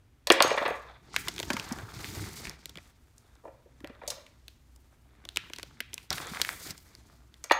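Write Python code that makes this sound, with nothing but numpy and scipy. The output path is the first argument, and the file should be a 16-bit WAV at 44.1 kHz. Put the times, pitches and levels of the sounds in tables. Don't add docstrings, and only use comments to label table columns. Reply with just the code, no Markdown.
import sys
import numpy as np
from scipy import signal
from scipy.fft import rfft, irfft
from scipy.io import wavfile

SR = 44100
rng = np.random.default_rng(int(sys.argv[2]) if len(sys.argv) > 2 else 0)


def dump_mix(stems):
    frames = np.atleast_2d(stems).T
    limited = np.clip(frames, -1, 1)
    pcm = np.round(limited * 32767).astype(np.int16)
    wavfile.write(sys.argv[1], SR, pcm)


N = 334719

FIRM_RUB_DB = -50.5
SNAP_S = 0.0023


def from_db(db):
    return 10 ** (np.asarray(db) / 20)


def rms_one(x):
    return x / np.sqrt(np.mean(x ** 2) + 1e-20)


def at_hz(points, hz):
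    table_hz, values = np.array(points)[:, :2].T
    return np.interp(np.log(hz), np.log(table_hz), values)


def coloured(x, spectrum):
    hz = np.maximum(np.arange(N // 2 + 1) * SR / N, 1)
    return rms_one(irfft(rfft(x) * from_db(at_hz(spectrum, hz)), N))


def drift(rate_hz):
    r = np.exp(-2 * np.pi * rate_hz / SR)
    wander = signal.lfilter([1], [1, -2 * r, r * r], rng.standard_normal(N + SR))
    return rms_one(wander[SR:])


def resonance(x, hz, width_hz):
    r = np.exp(-np.pi * width_hz / SR)
    zeros = [(1 - r * r) / 2, 0, (r * r - 1) / 2]
    poles = [1, -2 * r * np.cos(2 * np.pi * hz / SR), r * r]
    return signal.lfilter(zeros, poles, x)


def burst(noise, decay_s):
    spray = noise * np.exp(-np.arange(len(noise)) / (max(decay_s, 1e-4) * SR))
    spray[0] = 2.8
    return spray


def add(track, s, sound, peak_db):
    i = round(s * SR)
    scaled = from_db(peak_db) * sound / np.abs(sound).max()
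    track[i:i + len(sound)] += scaled[:N - i]


def house():
    # f/Hz, relative level per Hz/dB
    air_spectrum = [(15, -38), (25, -14), (59, -5.5), (127, -7.5), (200, -27.5), (229, -14.5), (476, -28),
                    (1700, -33), (2910, -36), (3620, -38), (5000, -40.5), (7310, -42.5), (16000, -48.5)]
    air_db, hum_db = -62.5, -62
    hum_hz, hum_width_hz = 61, 6.2
    air = coloured(rng.standard_normal(N), air_spectrum)
    hum = resonance(rng.standard_normal(N), hum_hz, hum_width_hz)
    hum = resonance(hum, hum_hz, hum_width_hz)
    return from_db(air_db) * air + from_db(hum_db) * rms_one(hum)


def room(x):
    # f/Hz, t60/s
    decay_times = [(200, .35), (530, .5), (1400, 0.52), (3700, 0.45), (9700, 0.19)]
    # f/Hz, level/dB
    echo_colour = [(100, -12), (400, -6.5), (1200, -0.5), (3000, -4), (6000, -8), (14000, -6.5)]
    t = np.arange(SR) / SR
    edges = 70 * 2 ** np.arange(0, 8.1, .5)
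    white = rng.standard_normal((2, SR))
    tail = 0
    for k, (low, high) in enumerate(zip(edges, edges[1:])):
        hz = np.sqrt(low * high)
        band_pass = signal.butter(2, [low, high], "band", fs=SR, output="sos")
        band = signal.sosfilt(band_pass, white[k % 2])
        level_db = at_hz(echo_colour, hz) - 60 * t / at_hz(decay_times, hz)
        tail = tail + band * from_db(level_db)
    tail = tail * np.clip(t / 0.0081, 0, 1)
    return signal.fftconvolve(x, tail / np.sqrt(np.sum(tail ** 2)))[:N]


def thumps():
    # t/s, peak level/dB, f/Hz
    pushes = [(0.678, -37.5, 333), (1.264, -44, 182), (1.391, -39, 370), (1.505, -27, 238),
              (1.541, -31, 235), (1.716, -26, 233), (1.736, -45, 71.6), (1.831, -34.5, 111),
              (1.965, -37, 114), (2.08, -42, 99), (2.171, -35.5, 93), (2.201, -34.5, 103), (2.249, -46, 79),
              (2.476, -43, 182), (2.76, -45.5, 174), (3.81, -45.5, 288), (3.84, -35, 304),
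              (3.898, -42, 250), (5.803, -44.5, 241), (6.199, -39, 288), (6.315, -37.5, 205),
              (6.663, -41.5, 310)]
    thump_cycles = 1.72
    out, t = np.zeros(N), np.arange(SR // 5) / SR
    for s, db, hz in pushes:
        cycles = hz * t
        swell = cycles * np.exp(-cycles * 2 / thump_cycles)
        add(out, s, swell * np.sin(2 * np.pi * cycles), db)
    return out


def friction(spectrum, per_s, spread_db, smooth, lumps_db, patch_db):
    sizes = from_db(spread_db * np.minimum(rng.exponential(1, N), 5)) * rng.choice([-1, 1], N)
    clumped_rate = per_s * from_db(5 * drift(25))
    caught = rms_one(sizes * (rng.random(N) < clumped_rate / SR))
    pitches = np.geomspace(spectrum[1][0], min(spectrum[-2][0], 14000), num=6)
    dealt = rng.integers(0, len(pitches), size=N)
    grains = 0
    for k, hz in enumerate(pitches):
        patches = from_db(patch_db * drift(3.5))
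        force = caught * (dealt == k) + smooth * rng.standard_normal(N)
        grains = grains + patches * rms_one(resonance(force, hz, 0.44 * hz)) * np.sqrt(hz)
    return coloured(grains * from_db(lumps_db * drift(28)), spectrum)


def crackle(rub):
    firm_rate_per_s = 67
    level_db, spread_db = -10, 1.5
    sizes = from_db(spread_db * np.minimum(rng.exponential(1, N), 3))
    chance = firm_rate_per_s / SR * np.sqrt(rub / from_db(FIRM_RUB_DB))
    starts = sizes * (rng.random(N) < chance)
    pitches = np.geomspace(1300., 7500., num=5)
    dealt = rng.integers(0, 5, size=N)
    fade = np.exp(-1 / (SNAP_S * SR))
    ticks = 0
    for k, hz in enumerate(pitches):
        envelope = signal.lfilter([1], [1, -fade], starts * (dealt == k) + 1e-18)
        ticks = ticks + resonance(envelope * rng.standard_normal(N), hz, 0.27 * hz)
    return from_db(level_db) * rub * rms_one(ticks)


def rubbing():
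    # t/s, card rasp level/dB, tape hiss level/dB, its treble level/dB
    passages = [
        [(0.45, -33.5, -45, -67), (0.528, -48, -45, -73), (0.588, -47, -57, -73), (0.702, -41, -63, -63),
         (0.796, -59, -66, -74), (0.894, -55, -73.5, -82), (0.98, -59.5, -77.5, -83.5)],
        [(1.0, -69, -90.5, -82.5), (1.15, -59, -52, -79.5), (1.198, -83, -52.5, -45), (1.286, -51, -51.5, -66),
         (1.338, -60.5, -54, -66), (1.416, -51.5, -55, -60), (1.566, -53.5, -49, -57.5),
         (1.76, -46.5, -58.5, -63), (1.93, -57, -58, -65.5)],
        [(1.94, -56, -51.5, -61.5), (2.004, -50.5, -50.5, -56), (2.122, -52, -48, -50),
         (2.176, -43, -48.5, -49.5), (2.336, -54.5, -53, -53.5), (2.476, -53, -50, -61.5),
         (2.57, -61.5, -66, -77.5), (2.896, -71, -73.5, -73), (2.95, -79, -72.5, -80.5)],
        [(3.0, -77, -83, -75.5), (3.298, -71.5, -79.5, -79), (3.57, -79, -85.5, -84), (3.868, -69, -81.5, -82),
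         (4.002, -62.5, -79.5, -88), (4.06, -57, -74.5, -74.5), (4.132, -65, -62, -61), (4.3, -73, -74, -81),
         (4.6, -80.5, -82, -79.5)],
        [(5.0, -75, -79, -77.5), (5.188, -66.5, -85, -88), (5.306, -69.5, -74, -73.5), (5.454, -65.5, -68, -72),
         (5.612, -69, -64, -70), (5.77, -68, -71.5, -80.5), (5.894, -70, -77, -78), (6.034, -64.5, -65, -67),
         (6.09, -82.5, -82.5, -86)],
        [(6.11, -38, -46.5, -68.5), (6.158, -50, -48.5, -47.5), (6.28, -45.5, -52.5, -56.5),
         (6.35, -46, -49, -55.5), (6.528, -45.5, -57, -50.5), (6.586, -53.5, -58, -53), (6.71, -46, -45, -45)],
        [(6.73, -58, -62.5, -66.5), (6.772, -70.5, -65.5, -65), (6.948, -63.5, -71, -71),
         (7.074, -69.5, -69.5, -74), (7.286, -74, -80.5, -79.5), (7.45, -70, -74.5, -76)],
    ]
    passage_rumble_db = [-62.5, -48.5, -50.5, -52.5, -48.5, -57, -51]
    # f/Hz, relative level per Hz/dB
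    rasp_spectrum = [(240, -26), (400, 5.5), (532, 4), (1580, 5.5), (2260, 0), (3040, -10.5), (3490, -0.5),
                     (5000, -17.5), (6500, -56), (11000, -120)]
    # f/Hz, relative level per Hz/dB
    hiss_spectrum = [(1180, -55), (2000, -3.5), (2830, -8.5), (4570, -3.5), (6700, -8.5), (9740, -12.5),
                     (10500, -13.5), (14000, -11), (16000, -11)]
    # f/Hz, relative level per Hz/dB
    rumble_spectrum = [(24, -36), (40, -2), (102, 3), (151, 1), (423, -6), (534, -37.5), (900, -9.5),
                       (1170, -49), (1980, -120)]
    rumble_follows = 0.98
    tape_lumps_db, card_lumps_db, panel_lumps_db = 1.6, 3.5, 3
    t = np.arange(N) / SR
    s, *levels = np.transpose(np.vstack(passages))
    rasp, hiss, sheen = [from_db(np.interp(t, s, level, -120, -120)) for level in levels]
    rub = np.hypot(rasp, hiss)
    push_db = np.interp(t, s, np.repeat(passage_rumble_db, [len(passage) for passage in passages]))
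    rumble = from_db(push_db) * (rub / from_db(FIRM_RUB_DB)) ** rumble_follows
    tape = friction(hiss_spectrum, 2100.0, 1.7, 0.42, tape_lumps_db, 2.4)
    top = signal.sosfilt(signal.butter(4, 7500., "high", fs=SR, output="sos"), tape)
    body = signal.sosfilt(signal.butter(4, 7500., fs=SR, output="sos"), tape)
    card = friction(rasp_spectrum, 450., 4.2, 0.49, card_lumps_db, 2.6)
    panels = friction(rumble_spectrum, 49.0, 3.1, 1.0, panel_lumps_db, 1.5)
    return rasp * card + hiss * rms_one(body) + sheen * rms_one(top) + rumble * panels + crackle(hiss)


def box(force, pitch_hz=600., deep_db=0., bright_db=0.):
    # f/Hz, width/Hz, relative level/dB
    panels = [(131, 13, -23.5), (250, 72, -14.5), (325, 91, -1.5), (433.8, 85, -3.5), (547, 68, -3),
              (656.7, 110, -3.5), (722.2, 120, -5), (925, 117, -4.5), (1147, 170, -5.5), (1436, 120, -6),
              (1740, 260, -4.5), (1940, 88, 2.5), (2350, 220, -0.5), (2849, 90, -3), (3330, 730, -9),
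              (4400, 2800, -17), (7650, 3600, -27.5)]
    tilt = [(pitch_hz / 4, 2.0 * deep_db), (pitch_hz / 2, deep_db), (pitch_hz, 0.), (4 * pitch_hz, bright_db)]
    ringing = 0
    for k, (hz, width_hz, db) in enumerate(panels):
        gain = (-1) ** k * from_db(db + at_hz(tilt, hz))
        ringing = ringing + gain * resonance(force, hz, width_hz)
    return ringing


def snaps():
    # t/s, body peak level/dB, f/Hz, treble and box levels against the body/dB,
    # decay time/s
    snap_table = [(1.052, -60, 1540, -14.5, -19, 0.0017), (1.1425, -27.5, 1240, -36, -36, 0.0014),
                  (1.163, -10, 1870, -48, -22.5, 0.0022), (1.206, -45, 1800, -36, -33, 0.0015),
                  (1.2746, -30.5, 1200, -20, -1.5, 0.0023), (1.2835, -16, 3970, -25, -14.5, 0.0027),
                  (1.363, -28.5, 3860, -10, -28, 0.0014), (1.381, -24.5, 2340, -15, -31, 0.0016),
                  (1.391, -23, 3400, -12, -31, 0.0023), (1.4, -18.5, 3480, -15, -9, 0.0013),
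                  (1.4293, -20.5, 3150, -13, -9.5, 0.0027), (1.503, -15.5, 1270, -40, -39, 0.0042),
                  (1.5325, -19, 4400, -17, -10, 0.0042), (1.5673, -20.5, 1410, -25, -15, 0.0032),
                  (1.5974, -20, 2200, -35, -26, 0.0014), (1.661, -44, 1150, -29, -16, 0.0016),
                  (1.723, -26, 5230, -17, -9, 0.0048), (1.7866, -30.5, 1300, -15, -20, 0.0019),
                  (2.0446, -21.5, 1950, -18, -24, 0.00053), (2.15, -32, 5300, -15, -7, 0.0019),
                  (2.4535, -24.5, 1660, -26, -24, 0.0016), (2.471, -26, 1730, -25, -29, 0.00088),
                  (2.4957, -23, 4180, -7, -13.5, 0.0008), (2.6573, -21.5, 5000, 1, -18, 0.00053),
                  (2.6943, -33, 3950, -4, -18, 0.0023), (2.7564, -33, 1340, -15, -13, 0.001),
                  (2.773, -30.5, 3200, -20, -8.5, 0.0012), (2.784, -37.5, 2050, -29, -4, 0.0026),
                  (3.181, -40, 6300, -15, -22.5, 0.0019), (3.3536, -51.5, 5040, -7.5, -26, 0.0016),
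                  (3.8048, -44.5, 1450, -12.5, -14, 0.0016), (3.8454, -28, 2020, -13, -24, 0.0008),
                  (3.8737, -35, 1510, -26, -18, 0.00088), (4.2646, -42.5, 2360, -31, -28, 0.0029),
                  (4.4817, -29, 3260, -8, -28.5, 0.0014), (4.761, -47, 6500, -11, -18, 0.0016),
                  (5.252, -34.5, 3254, -16, -7, 0.0016), (5.2893, -24, 3210, -25, -34, 0.0011),
                  (5.3606, -20.5, 3330, -6, -18, 0.0016), (5.3714, -11.5, 2315, -12.5, -27, 0.0011),
                  (5.499, -39.5, 2100, -20, 0, 0.0016), (5.5347, -22, 2500, -53, -26, 0.0018),
                  (5.5618, -31, 3840, -25, -20, 0.0025), (5.5852, -26.5, 3700, -21, -10.5, 0.0012),
                  (5.5966, -33, 1880, -22, -26, 0.0024), (5.63, -25, 3300, -19, -15.5, 0.002),
                  (5.8043, -17.5, 2350, -5, -19, 0.0023), (5.9327, -28, 2410, -25.5, -18, 0.0017),
                  (5.9416, -21.5, 6650, -26, -29, 0.0012), (5.9793, -25.5, 2420, -43, -20, 0.0022),
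                  (6.019, -47, 2410, -19, -20.5, 0.0011), (6.1049, -11, 4170, -8, -20.5, 0.00077),
                  (6.128, -17.5, 4300, -8, -30, 0.0033), (6.1805, -25.5, 1780, -33, -30, 0.0028),
                  (6.202, -30, 1140, -25, -3, 0.0022), (6.348, -26.5, 1880, -23, -16, 0.0016),
                  (6.4158, -8, 3810, -7, -26, 0.0023), (6.4493, -16.5, 1810, -3, -38, 0.00053),
                  (6.491, -15, 1850, -5, -25, 0.00053), (6.707, -23.5, 5560, -30, -25, 0.0022),
                  (6.7785, -36, 5150, -8.5, -21, 0.0021), (6.9513, -34, 4400, -9, -19, 0.0013),
                  (7.3412, -40, 2446, -20, -27, 0.0018)]
    room_db, room_width = -15, 1.1
    near, far = np.zeros(N), np.zeros(N)
    edge = signal.butter(2, 6500., "high", fs=SR)
    noises = rng.standard_normal((len(snap_table), 1500))
    for (s, db, hz, treble_db, box_db, decay_s), noise in zip(snap_table, noises):
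        force = burst(noise, decay_s)
        add(near, s, resonance(force, hz, 0.55 * hz), db)
        add(near, s, signal.lfilter(*edge, force), db + treble_db)
        dull_force = signal.lfilter([.1], [1, -.9], force)
        add(near, s, box(dull_force), db + box_db)
        echo = resonance(burst(.1 * noise, SNAP_S), hz, room_width * hz)
        add(far, s, resonance(echo, hz, room_width * hz), db + room_db)
    return near, far


def clinks():
    # t/s, crack peak level/dB, crack f/Hz, crack decay time/s, ring peak level/dB
    strikes = [(0.2713, -13.5, 3220, 0.0031, -61), (0.3205, -9.5, 5800, 0.0041, -56),
               (0.4238, -4.5, 4000, 0.0026, -28.5), (0.578, -37, 5960, 0.0015, -59),
               (0.68, -31, 9000, 0.0012, -56), (4.0771, -21.5, 5640, 0.0069, -44),
               (4.1024, -20, 5040, 0.006, -64), (7.4405, -24.5, 5896, 0.0033, -53),
               (7.519, -14, 4130, 0.002, -34.5)]
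    # f/Hz, relative level/dB, t60/s
    modes = [(2300, -24, .4), (4269, -26, .4), (6503, -10, .38), (7074, -24, .12)]
    cracks, rings = np.zeros(N), np.zeros(N)
    t = np.arange(SR // 2) / SR
    thin = signal.butter(2, 2500., "high", fs=SR)
    ring = sum(from_db(d - 60 * t / t60) * np.sin(2 * np.pi * f * t) for f, d, t60 in modes)
    noises = rng.standard_normal((len(strikes), 2000))
    for (s, db, hz, decay_s, ring_db), noise in zip(strikes, noises):
        crack = resonance(burst(noise, decay_s), hz, 0.52 * hz)
        add(cracks, s, signal.lfilter(*thin, crack), db)
        add(rings, s, ring, ring_db)
    return cracks, rings


def knocks():
    # t/s, peak level/dB, favoured f/Hz, low panels/dB, high panels/dB
    blows = [(0.27, -23.5, 549, -25, -22), (0.302, -1.5, 540, -11, -6.5), (0.311, -7, 545, -6, -12.5),
             (0.404, -2, 540, -19.5, -13.5), (0.424, -20, 626, -14, 18), (0.445, -15.5, 524, -12, -27),
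             (0.505, -18.5, 530, -10.5, -8), (0.511, -13.5, 585, -12, -22), (0.542, -23.5, 560, -18, -20),
             (0.575, -15.5, 580, -14.5, -18), (0.581, -15, 1080, -31, -11.5), (0.615, -19, 536, -17, -25),
             (0.624, -21.5, 620, -33, -14), (0.653, -18.5, 487, -30, -15.5), (0.66, -17, 546, -39, -13.5),
             (0.68, -20, 670, -22, -25), (0.704, -22.5, 565, -13, -20.5), (1.503, -22, 860, -3, -19),
             (1.71, -33, 735, -39, -20), (3.437, -44, 553, -18, -30), (3.452, -33, 576, -13.5, -27.5),
             (3.475, -39, 535, -17.5, -25), (3.657, -48.5, 452, -13.5, -31.5), (3.843, -37, 570, -5, -18),
             (3.896, -42.5, 470, 0, -14), (4.015, -36.5, 608, -18, -22), (4.033, -35.5, 600, -20, -25.5),
             (4.077, -31, 570, -37, -35), (4.101, -40.5, 550, -21, -20), (4.116, -35.5, 543, -32, -18),
             (4.178, -42, 585, -21.5, -21), (7.44, -35.5, 538, -16.5, -10), (7.498, -28, 1080, -4, -7),
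             (7.51, -4.5, 894, -6.5, -14.5), (7.522, -15, 1080, -32, 2)]
    contact_s = 0.0022
    hardness_per_db = 0.304
    near, far = np.zeros(N), np.zeros(N)
    noises = rng.standard_normal((len(blows), 3000))
    for (s, db, hz, deep_db, bright_db), noise in zip(blows, noises):
        soft = signal.butter(2, np.clip(33300.0 * from_db(bright_db), 900., 16000.), fs=SR)
        decay_s = contact_s * from_db(-hardness_per_db * db)
        for track, spray in (near, .6), (far, .25):
            force = signal.lfilter(*soft, burst(spray * noise, decay_s))
            add(track, s, box(force, hz, deep_db, bright_db), db)
    return near, far


def scene():
    knock_room_db, rub_room_db, clink_room_db = -10, -22.5, -10.5
    knock, knock_far = knocks()
    clink, ring = clinks()
    snap, snap_far = snaps()
    rub = rubbing()
    send = from_db(knock_room_db) * knock_far + from_db(clink_room_db) * clink
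    send = send + from_db(rub_room_db) * rub + snap_far
    return (knock + clink + ring + snap + rub + thumps() + room(send) + house())[None]


def record(dry):
    return signal.sosfilt(signal.cheby2(12, 70, 16800, fs=SR, output="sos"), dry)


dry = scene()
out = record(dry)
dump_mix(out)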